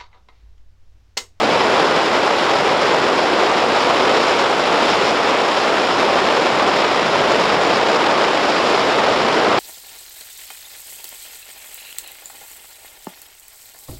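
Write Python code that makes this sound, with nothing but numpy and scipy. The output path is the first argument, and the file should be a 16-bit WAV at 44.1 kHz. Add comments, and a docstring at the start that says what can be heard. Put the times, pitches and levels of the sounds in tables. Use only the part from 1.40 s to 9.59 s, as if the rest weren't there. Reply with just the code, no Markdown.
"""Driving on packed snow

A car drives steadily along a snowy road, heard through a small dashboard camera.
The uneven road shakes the wheels, which rumble and roar through the resonant body shell.
The tyres hiss and crunch, and loose snow sprays against the wheel arch.
The treble rasps in step with the pressure swings of the roar."""
import sys
import numpy as np
from scipy.fft import rfft, irfft, next_fast_len
from scipy.io import wavfile
from scipy.ndimage import map_coordinates

SR = 44100
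rng = np.random.default_rng(int(sys.argv[2]) if len(sys.argv) > 2 else 0)


def wrap_up_sound(samples):
    """Save the sound to the file named by the first command line argument, as 16-bit audio."""
    columns = np.atleast_2d(samples).T
    # keep every value between -1 and 1, then stretch to whole-number steps
    tamed = np.clip(columns, -1, 1)
    steps = np.round(tamed * 32767).astype(np.int16)
    wavfile.write(sys.argv[1], SR, steps)


N = 361179
ROAR_DB, HISS_DB = -16, -25.0  # base levels at a steady speed


def road_roar(level_db, ruts, jolt_db):
    """Structure-borne sound: the shaken body shell roars, a little louder over every rut."""
    # spectrum of the road in the cabin: frequency_hz, relative_db
    roar_spectrum = [(100, -39), (200, -17), (280, -5.5), (380, -3), (490, 0), (700, -1.5), (900, -2.5),
                     (1200, -4.5), (1400, -7), (1650, -11), (2200, -13.5), (4000, -25.5), (8000, -90)]
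    shaking = rng.standard_normal(N) * amp(jolt_db * ruts)
    return amp(level_db) * coloured(shaking, roar_spectrum)


def snow_hiss(level_db, ruts, pressure, jolt_db, rasp_db, grains_per_s, crunch_db):
    """Amplitude modulation: ruts and cabin pressure vary the hiss, crunch and sizzle of the tread."""
    # tyres on snow, coloured by the microphone's housing: frequency_hz, relative_db
    hiss_spectrum = [(700, -28), (1400, -4), (2000, -2.5), (2600, -1), (3400, -1.65), (4300, -5.5),
                     (5200, -7), (6250, -17.5), (7000, -15), (7700, -19.5), (8250, -27.5), (9100, -23),
                     (9800, -35), (11300, -31.5), (13400, -48)]
    cracks = rng.random(N) < grains_per_s / SR
    crunch = unit(cracks * rng.uniform(-1.1, 1, N))
    rush = rng.standard_normal(N) + amp(crunch_db) * crunch
    # the treble flares in each trough of the cabin pressure, which makes it rasp
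    rasp = amp(jolt_db * ruts - rasp_db * 2 * np.tanh(unit(pressure) / 2))
    hiss = amp(level_db) * coloured(rush * rasp, hiss_spectrum)
    sizzle = resonance(rng.standard_normal(N) * rasp, centre_hz=5100, width_hz=990)
    clumps_db = 1.5 * wobble(knots_per_s=20)  # grit under the tread comes in clumps
    sizzle_db = -39.5 + 1.7 * (level_db - HISS_DB) + clumps_db  # swells faster than the hiss
    return hiss + amp(sizzle_db) * sizzle


def shell_resonance():
    """Forced resonance: the road excites a hollow note of the body shell."""
    # the resonance comes and goes with the road: time_s, level_db
    hollow_levels = [(0, -30), (.4, -27), (.85, -29), (1.5, -29.5), (2.0, -24.5), (2.3, -31), (2.65, -26),
                     (3.15, -46), (3.65, -27), (3.95, -38), (4.35, -26.5), (4.75, -26), (5.6, -33),
                     (5.95, -30), (6.6, -34.5), (7.3, -28.5), (8.19, -27)]
    hollow = resonance(rng.standard_normal(N), centre_hz=389.6, width_hz=143)
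    return amp(curve(hollow_levels)) * hollow


def wheel_rumble(level_db):
    """Random vibration: the uneven road shakes the suspension, which passes a dull rumble."""
    # spectrum of the wheels through the suspension: frequency_hz, relative_db
    rumble_spectrum = [(10, -24), (25, -20), (50, -19), (70, -13.5), (97, -9), (120, -7), (150, -3),
                       (200, 0), (250, 0.5), (330, -12), (600, -52)]
    return amp(level_db) * coloured(rng.standard_normal(N), rumble_spectrum)


def snow_spray(grains_per_s, half_width_s):
    """Shot noise: fine grains strike the wheel arch at random, in brief swells."""
    # sprays of loose snow: peak_s, level_db
    sprays = [(1.43, -34), (2.42, -31.5), (2.82, -31), (3.68, -33), (6.35, -30), (7.19, -31.5), (7.74, -34)]
    # the band that the wheel arch passes: frequency_hz, relative_db
    arch_response = [(2000, -25), (3500, -11), (4400, 0), (5300, 0), (6200, -12), (9000, -28), (12000, -45)]
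    envelope = swells((peak_s, amp(level_db), half_width_s) for peak_s, level_db in sprays)
    grains = (rng.random(N) < grains_per_s / SR) * rng.uniform(-0.73, 1, N)
    return envelope * coloured(grains, arch_response)


def surface_levels():
    """Roughness excitation: rough road lifts the rumble and roar, coarse snow the hiss."""
    # wheel rumble as the road grows smoother and rougher: time_s, level_db
    roughness = [(0, -31), (.55, -32.5), (.9, -37), (1.2, -32.5), (2.1, -34), (2.55, -33.5), (3.15, -34.5),
                 (3.55, -32.5), (4.1, -36.5), (4.7, -32), (4.97, -35), (5.25, -32), (5.5, -34),
                 (5.78, -29.5), (6.9, -35), (7.5, -33), (7.75, -31), (8.19, -31.5)]
    # the roar over ridges and smooth spots: centre_s, rise_db, half_width_s
    ridges = [(.45, .9, 0.18), (2.7, 1, 0.27), (3.17, -1, 0.082), (3.37, 1.5, .07), (5.95, 0.2, 0.091),
              (6.68, 1.1, 0.1), (7.85, -1.3, 0.052), (8.1, 1.5, 0.072)]
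    # the hiss over stretches of coarser snow: centre_s, rise_db, half_width_s
    coarse_patches = [(.5, 0.9, 0.27), (1.0, 1.4, 0.065), (2.43, 1, .12), (2.82, 1.5, 0.19),
                      (3.45, 1.5, 0.2), (3.66, 1.3, 0.068), (4.22, 1, 0.13), (6.0, 1, .15),
                      (7.28, 1.1, .15), (7.93, 1, .05)]
    rumble_db = curve(roughness)
    roar_db = ROAR_DB + 0.034 * (rumble_db - rumble_db.mean()) + swells(ridges)
    hiss_db = HISS_DB + swells(coarse_patches) + 0.3 * wobble(knots_per_s=16)
    return rumble_db, roar_db, hiss_db


def amp(db):
    """Decibels to amplitude ratio."""
    return 10 ** (np.asarray(db) / 20)


def unit(x):
    """Normalisation to rms 1."""
    return x / np.sqrt(np.mean(x ** 2) + 1e-20)


def curve(rows):
    """Linear interpolation of (time_s, value) rows at every sample."""
    time_s, values = np.transpose(rows)
    return np.interp(np.arange(N) / SR, time_s, values)


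def swells(rows):
    """A sum of Gaussian rises and dips, each at 1/e of its height one half-width from its centre."""
    t = np.arange(N) / SR
    return sum(height * np.exp(-((t - centre_s) / half_width_s) ** 2)
               for centre_s, height, half_width_s in rows)


def wobble(knots_per_s):
    """Smooth random fluctuation: a spline through random knots, at rms 1."""
    knots = rng.standard_normal(int(N * knots_per_s / SR) + 4)
    return unit(map_coordinates(knots, [np.arange(N) * knots_per_s / SR]))


def filtered(x, response):
    """Linear filtering: the spectrum of x times a frequency response."""
    size = next_fast_len(N + SR // 2)
    hz = np.fft.rfftfreq(size, 1 / SR)
    return irfft(rfft(x, size) * response(hz), size)[:N]


def coloured(x, spectrum):
    """Spectral shaping by (frequency_hz, relative_db) points on a log axis, at rms 1."""
    hz, db = np.transpose(spectrum)
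    return unit(filtered(x, lambda f: amp(np.interp(np.log(f + 1), np.log(hz), db, right=-120))))


def resonance(x, centre_hz, width_hz):
    """Two damped resonators in cascade pass a steep-sided band of x, at rms 1."""
    def response(hz):
        damping = 1j * hz * width_hz
        return (damping / (centre_hz ** 2 - hz ** 2 + damping)) ** 2
    return unit(filtered(x, response))


def scene():
    """Superposition: the sources add in the cabin; roar and hiss ride on the same ruts."""
    rumble_db, roar_db, hiss_db = surface_levels()
    profile = unit(wobble(knots_per_s=45) + 2.4 * wobble(knots_per_s=170))
    ruts = unit(np.tanh(profile / 2))  # the random jolts are bounded, so the crunch stays even, without sharp ticks
    cabin = wheel_rumble(rumble_db) + road_roar(roar_db, ruts, jolt_db=0.83) + shell_resonance()
    hiss = snow_hiss(hiss_db, ruts, cabin, jolt_db=0.88, rasp_db=4.0, grains_per_s=3000, crunch_db=-16.0)
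    spray = snow_spray(grains_per_s=2500, half_width_s=0.03)
    return (cabin + hiss + spray)[None]


def record(dry):
    """Saturation and band limiting: the camera rounds the highest peaks and cuts the top treble."""
    ceiling, top_hz = 0.92, 13500
    rounded = dry[0] / (1 + np.abs(dry[0] / ceiling) ** 8) ** (1 / 8)
    return filtered(rounded, lambda hz: hz < top_hz)[None]


dry = scene()
out = record(dry)
wrap_up_sound(out)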